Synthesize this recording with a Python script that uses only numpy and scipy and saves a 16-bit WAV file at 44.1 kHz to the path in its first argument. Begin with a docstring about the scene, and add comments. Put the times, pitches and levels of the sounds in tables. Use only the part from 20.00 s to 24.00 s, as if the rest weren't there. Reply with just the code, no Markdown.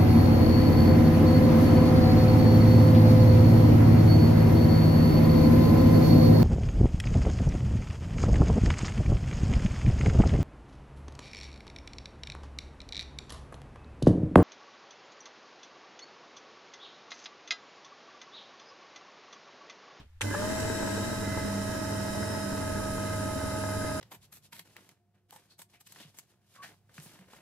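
"""Disc polisher starting up

In a small room a button click fades, a relay snaps, and a mains-fed motor hums and spins up to about 40 turns a
second. It whines at 16 times the shaft speed and rattles its plastic case, while the pad hisses on the disc,
parts squeal and high overtones of the whine swell and fade. The listening point, hand-held and close by, moves."""
import sys
import numpy as np
from scipy import signal
from scipy.fft import rfft, irfft
from scipy.io import wavfile

SR = 44100
rng = np.random.default_rng(int(sys.argv[2]) if len(sys.argv) > 2 else 0)


def materialize(psi):
    """Save the field psi as 16-bit PCM at rate SR to the path in sys.argv[1].

    A 1-D psi becomes a single channel; in a 2-D psi each row is a channel.
    """
    bounded = np.clip(np.atleast_2d(psi).T, -1, 1)
    quanta = np.round(bounded * 32767).astype(np.int16)
    wavfile.write(sys.argv[1], SR, quanta)


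N = 176400
T, FREQS = np.arange(N) / SR, np.fft.rfftfreq(N, 1 / SR)
START_S, MAINS_HZ = .212, 50.005
# Effect of the load: (time [s], rattle gain [dB], hiss gain [dB])
LOAD = [(.21, -2.5, 2), (.3, -0.5, 1.5), (.42, 2, 4), (.62, 1.5, 4), (.97, 1.5, 3.5), (1.2, -1, 1.5),
        (2.7, -1, 0.5), (4, -1, 0)]


def amp(db):
    """Amplitude ratio of a level in decibels."""
    return 10 ** (np.asarray(db) / 20)


def unit(x):
    """Normalisation to rms 1."""
    return x / np.sqrt(np.mean(x ** 2) + 1e-20)


def curve(table, column=1):
    """Linear interpolation of a time table at every sample."""
    rows = np.array(table)
    return np.interp(T, rows[:, 0], rows[:, column])


def read(table, hz, column=1):
    """Interpolation of a spectrum table in log frequency."""
    rows = np.array(table)
    return np.interp(np.log(hz + 1), np.log(rows[:, 0] + 1), rows[:, column])


def swell(at, half_width):
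    """Gaussian envelope; the half-width is its standard deviation."""
    return np.exp(-.5 * ((T - at) / half_width) ** 2)


def running(rise_s, delay_s=0):
    """Linear onset ramp, starting delay_s after switch-on."""
    return np.clip((T - START_S - delay_s) / rise_s, 0, 1)


def drift(rate_hz):
    """Random fluctuation: low-pass Gaussian noise of rms 1."""
    return unit(irfft(rfft(rng.standard_normal(N)) * np.exp(-(FREQS / rate_hz) ** 2), N))


def noise_pair():
    """White noise at two nearby points, coherent at long wavelengths."""
    # Left-right likeness: (frequency [Hz], correlation [0..1])
    coherence = [(60, 1), (200, 0.91), (320, 0.55), (600, 0.09), (1300, 0.88), (2300, 0)]
    left, independent = rfft(rng.standard_normal((2, N)))
    shared = read(coherence, FREQS)
    right = shared * left + np.sqrt(1 - shared ** 2) * independent
    return irfft(np.array([left, right]), N)


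def colour(x, db_at, size=8192):
    """Minimum-phase filter with the gain db_at(frequency)."""
    log_gain = np.log(amp(db_at(abs(np.fft.fftfreq(size, 1 / SR)))) + 1e-9)
    response = np.fft.ifft(np.exp(np.conj(signal.hilbert(log_gain)))).real
    return signal.fftconvolve(x, np.atleast_2d(response)[:, :size // 2], axes=1)[:, :N]


def shaped_noise(spectrum, tilt_db=0):
    """Filtered noise of rms 1, its spectrum tilted by tilt_db per octave."""
    return unit(colour(noise_pair(), lambda hz: read(spectrum, hz) + tilt_db * np.log2(hz + 1)))


def resonance(centre_hz, width_hz):
    """Random excitation of one resonance, rms 1."""
    return unit(irfft(rfft(noise_pair()) / (1 + (2 * (FREQS - centre_hz) / width_hz) ** 2), N))


def room_tone(level_db=-55):
    """Stationary ambient noise of a quiet room, strongest in the bass."""
    # Ambient spectrum: (frequency [Hz], relative level [dB])
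    spectrum = [(20, -9), (83, -9.5), (181, -49), (1760, -42.5), (11200, -58)]
    return amp(level_db) * shaped_noise(spectrum)


def button(level_db=-49, decay_s=.028):
    """Reverberation: the start button's click decays exponentially in the room."""
    # Click spectrum: (frequency [Hz], relative level [dB])
    spectrum = [(59, -1), (100, -0.5), (2220, -17), (3090, -12.5), (14000, -46)]
    return amp(level_db) * np.exp(-T / decay_s) * shaped_noise(spectrum)


def relay(level_db=-22.5, rise_s=.0011, tail_db=-13, tail_s=.014):
    """Contact impacts: a dull tap, a bright snap and a bounce, each with a short damped tail."""
    # Impacts: (time [s], relative level [dB], decay time [s], tilt [dB/octave])
    impacts = [(.209, -5, .0045, -3.5), (.2143, -1.5, .0042, .8), (.2235, -11, .0025, -1)]
    # Impact spectrum before the tilt: (frequency [Hz], relative level [dB])
    spectrum = [(180, -37), (300, -17), (700, -12), (1750, -0.5), (3550, -5), (5180, -16), (6000, -10),
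                (9490, -11), (15000, -35)]
    out = np.zeros((2, N))
    for at, db, decay_s, tilt_db in impacts:
        age = np.maximum(T - at, 0)
        decay = np.exp(-age / decay_s) + amp(tail_db) * np.exp(-age / tail_s)
        envelope = np.minimum(age / rise_s, 1) * decay
        out += amp(level_db + db) * envelope * shaped_noise(spectrum, tilt_db)
    return out


def hum(inrush_db=9.5):
    """Magnetic forces shake the windings at even mains harmonics, hardest during the current inrush."""
    # Steady hum: (multiple of the mains frequency, level [dB])
    harmonics = [(2, -41), (6, -52)]
    tones = sum(amp(db) * np.cos(2 * np.pi * (k * MAINS_HZ * T + rng.random())) for k, db in harmonics)
    inrush = amp(inrush_db * swell(at=.254, half_width=.059))
    return np.sqrt(2) * tones * running(rise_s=.04) * inrush


def shaft(turns, waver_db=2.6):
    """Forced vibration: unbalance gives shaft harmonics; the lower bearing tone beats with the hum."""
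    # Unbalance tones: (multiple of the shaft speed, level [dB])
    harmonics = [(2, -47), (3, -49.5), (4, -54), (5, -42.5), (7, -46), (8, -53.5), (42, -56)]
    bearing_tones = [(2.578, -48), (11 / 3, -53.5)]
    out = np.zeros(N)
    for order, db in [*harmonics, *bearing_tones]:
        out += amp(db + waver_db * drift(2.8)) * np.cos(2 * np.pi * (order * turns + rng.random()))
    return np.sqrt(2) * out * running(rise_s=.32)


def rattle(turns, jitter_s=.0007, spread_db=3, decay_s=.0023, split_hz=750, top_hz=2200):
    """Impact excitation: uneven knocks shake the case, merging higher up into a throbbing whir."""
    # Knocks in each revolution: (shaft angle [turns], relative level [dB])
    knock_angles = [(0.103, -6.5), (0.418, 0.5), (0.661, -2.5)]
    # Response of the plastic case: (frequency [Hz], left gain [dB], right gain [dB])
    case = [(20, -71, -63), (55, -65, -75.5), (146, -66, -70), (176, -74, -67.5), (215, -66.5, -57),
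            (265, -57.5, -72.5), (317, -69.5, -59.5), (421, -66.5, -72.5), (437.4, -68.5, -57.5),
            (480, -71, -72), (613, -68, -60), (617, -81.5, -66), (821, -84, -74.5), (853.6, -60.5, -62.5),
            (923, -71, -71.5), (1046, -75, -70), (1084, -76, -79.5), (1320, -76, -80.5), (1530, -74, -69),
            (1607, -65, -72.5), (1806, -81.5, -75), (2024, -81, -82), (2055, -67, -68), (2160, -94, -91)]

    def case_db(hz):
        """Case resonances with a steep treble roll-off."""
        roll_off = 60 * np.log2(np.maximum(hz / top_hz, 1))
        return np.array([read(case, hz, side) for side in (1, 2)]) - roll_off

    hits = np.zeros(N)
    for angle, db in knock_angles:
        crossings = np.flatnonzero(np.diff(np.floor(turns - angle)))
        lateness, strength = rng.standard_normal((256, 2))[:len(crossings)].T
        onsets = np.clip(crossings + (lateness * jitter_s * SR).astype(int), 0, N - 1)
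        np.add.at(hits, onsets, amp(db + spread_db * strength))
    knocks = signal.lfilter([1], [1, -np.exp(-1 / (decay_s * SR))], hits)
    rub = amp(-9.5)
    whir = amp(-3) * (1 + .14 * np.cos(2 * np.pi * 2 * MAINS_HZ * T))
    noise = noise_pair()
    low = rfft(unit(noise * (knocks + rub)))
    high = rfft(unit(noise * (knocks + whir)))
    low_share = np.exp(-(FREQS / split_hz) ** 2)
    force = irfft(low * low_share + high * (1 - low_share), N) * np.sqrt(SR / 2)  # unit power per hertz
    return colour(force * amp(curve(LOAD)) * running(rise_s=.0065), case_db)


def pad_hiss(grain_db=2, low_hz=2450, split_hz=8200, top_follow=.52):
    """Friction noise of the pad on the disc; the top of the treble follows the load less."""
    # Friction spectrum: (frequency [Hz], left gain [dB], right gain [dB])
    pad = [(2140, -90, -86), (2600, -82.5, -82.5), (2900, -92, -85.5), (3070, -80, -78.5),
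           (3320, -88.5, -99), (3840, -86.5, -79.5), (4120, -87, -84.5), (5050, -87.5, -89),
           (4970, -79.5, -82.5), (5950, -85, -83), (6150, -84.5, -88), (7270, -82, -83.5),
           (8100, -87, -85.5), (9950, -99, -80.5), (10340, -104.5, -83), (11860, -97, -89),
           (15000, -100, -92)]

    def pad_db(hz):
        """Friction spectrum with a roll-off below low_hz."""
        roll_off = 30 * np.log2(np.maximum(low_hz / (hz + 1), 1))
        return np.array([read(pad, hz, side) for side in (1, 2)]) - roll_off

    speck_db = 5.6 * swell(at=.605, half_width=.0034)  # grit catches under the pad
    roughness = amp(grain_db * np.minimum(drift(5000), 2) + speck_db)
    friction = unit(noise_pair() * roughness) * np.sqrt(SR / 2)
    hiss = colour(friction * running(rise_s=.0078), pad_db)
    top = signal.sosfiltfilt(signal.butter(8, split_hz, "high", fs=SR, output="sos"), hiss)
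    load_db = curve(LOAD, column=2)
    return (hiss - top) * amp(load_db) + top * amp(top_follow * load_db)


def upper_whine(turns, wander_db=2, flutter_rad=.37):
    """Amplitude modulation: thin overtones fade in and out on each side as the listening point moves."""
    # Overtones: (multiple of the shaft speed, left level [dB], right level [dB])
    overtones = [(96, -63, -59), (112, -65, -61), (144, -66, -62), (192, -62, -65)]
    out = np.zeros((2, N))
    for order, *levels in overtones:
        phase = 2 * np.pi * order * turns + flutter_rad * drift(22)
        for side, db in enumerate(levels):
            fading = unit(amp(-wander_db * drift(.84)))
            out[side] += amp(db) * fading * np.cos(phase + 2 * np.pi * rng.random())
    return np.sqrt(2) * out * running(rise_s=.36)


def squeals(pitch_hz=2032, flutter_rad=.35):
    """Friction-induced vibration: a rubbing part squeals at one pitch."""
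    # Squeals: (time [s], half-width [s], level [dB])
    events = [(.29, 0.023, -44.5), (1.345, 0.092, -46)]
    envelope = sum(amp(db) * swell(at, half_width) for at, half_width, db in events)
    tone = np.cos(2 * np.pi * pitch_hz * T + flutter_rad * drift(15))
    return np.sqrt(2) * envelope * tone * running(rise_s=.02)


def chirp(turns, order=47.5, level_db=-36, rasp_rad=.72):
    """Passage through resonance: a rising whine partial briefly excites the case during spin-up."""
    tone = np.cos(2 * np.pi * order * turns + rasp_rad * drift(110))
    return np.sqrt(2) * amp(level_db) * swell(at=.342, half_width=.022) * tone


def whine(turns, orders=(16, 32, 48, 128), flutter_rad=.12, right_lag_rad=.51):
    """Rotational harmonics: clean partials locked to the shaft, with slight phase modulation."""
    # Partials at the moving listening point: (time [s], then per order left level [dB], right level [dB])
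    levels = [(0.34, -33, -41, -46, -56, -55, -66, -72, -72),
              (0.44, -36.5, -38, -49, -50.5, -48, -70, -71, -70),
              (0.85, -37, -50.5, -53, -46.5, -50.5, -71, -54, -61),
              (1.3, -46, -39, -56, -45, -57, -54, -74, -52.5),
              (2.35, -47, -38.5, -56, -45.5, -48.5, -62, -48.5, -58),
              (2.7, -45, -38.5, -44.5, -44, -61, -68, -61, -66),
              (3.9, -42.5, -37.5, -44.5, -44.5, -76, -58, -50.5, -79)]
    out = np.zeros((2, N))
    for i, order in enumerate(orders):
        phase = 2 * np.pi * (order * turns + rng.random()) + flutter_rad * (i + 1) * drift(20)
        for side in range(2):
            gain = amp(curve(levels, column=1 + 2 * i + side))
            out[side] += gain * np.cos(phase - right_lag_rad * side)
    return np.sqrt(2) * out * running(rise_s=.047, delay_s=.11)


def scrape(level_db=-32):
    """Friction transient: something catches against the case as the shaft gathers speed."""
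    return amp(level_db) * swell(at=.348, half_width=.0065) * resonance(centre_hz=1020, width_hz=700)


def buzzes():
    """High overtones of the whine: narrow bands near high multiples of the shaft speed swell and fade."""
    # (time [s], half-width [s], frequency [Hz], bandwidth [Hz], level [dB], left minus right [dB])
    modes = [(.78, 0.28, 7730, 150, -54, 14), (.9, 0.36, 3856, 89, -55, 5),
             (2.252, 0.52, 5131, 50, -55, -7), (3.095, 1.1, 9532, 70, -59, -12),
             (3.5, 1.14, 10110, 90, -56.5, -12)]
    out = np.zeros((2, N))
    for at, half_width, hz, width_hz, db, pan_db in modes:
        gains = amp([[db + pan_db / 2], [db - pan_db / 2]])
        out += gains * swell(at, half_width) * resonance(hz, width_hz)
    return out * running(rise_s=.02)


def handling_rumble():
    """Structure-borne sound: the hand makes a brief low rumble at the listening point."""
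    # Bumps: (time [s], half-width [s], level [dB])
    bumps = [(2.866, 0.1, -40)]
    envelope = sum(amp(db) * swell(at, half_width) for at, half_width, db in bumps)
    return envelope * resonance(centre_hz=37.9, width_hz=60)


def scene():
    """Superposition of all sources; one shaft angle times the rotational tones and the knocks."""
    # Spin-up and slight sag of the shaft: (time [s], speed [turns/s])
    speed = [(0.21, 21.97), (0.32, 34.32), (0.39, 37.58), (0.45, 38.82), (0.52, 39.83), (0.75, 40.14),
             (1.0, 39.98), (1.3, 40.08), (1.8, 39.83), (2.35, 40.01), (2.6, 39.73), (2.8, 39.64),
             (3.0, 39.57), (3.5, 39.51), (4.0, 39.4)]
    turns = np.cumsum(curve(speed)) / SR
    motor = shaft(turns) + whine(turns) + upper_whine(turns) + hum()
    machine = motor + rattle(turns) + pad_hiss() + buzzes() + scrape() + chirp(turns) + squeals()
    return machine + relay() + room_tone() + button() + handling_rumble()


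def record(dry, cutoff_hz=15250):
    """Band limiting by a linear-phase low-pass filter."""
    low_pass = signal.firwin(511, cutoff_hz, window=("kaiser", 9), fs=SR)
    return signal.oaconvolve(dry, low_pass[None], "same")


dry = scene()
out = record(dry)
materialize(out)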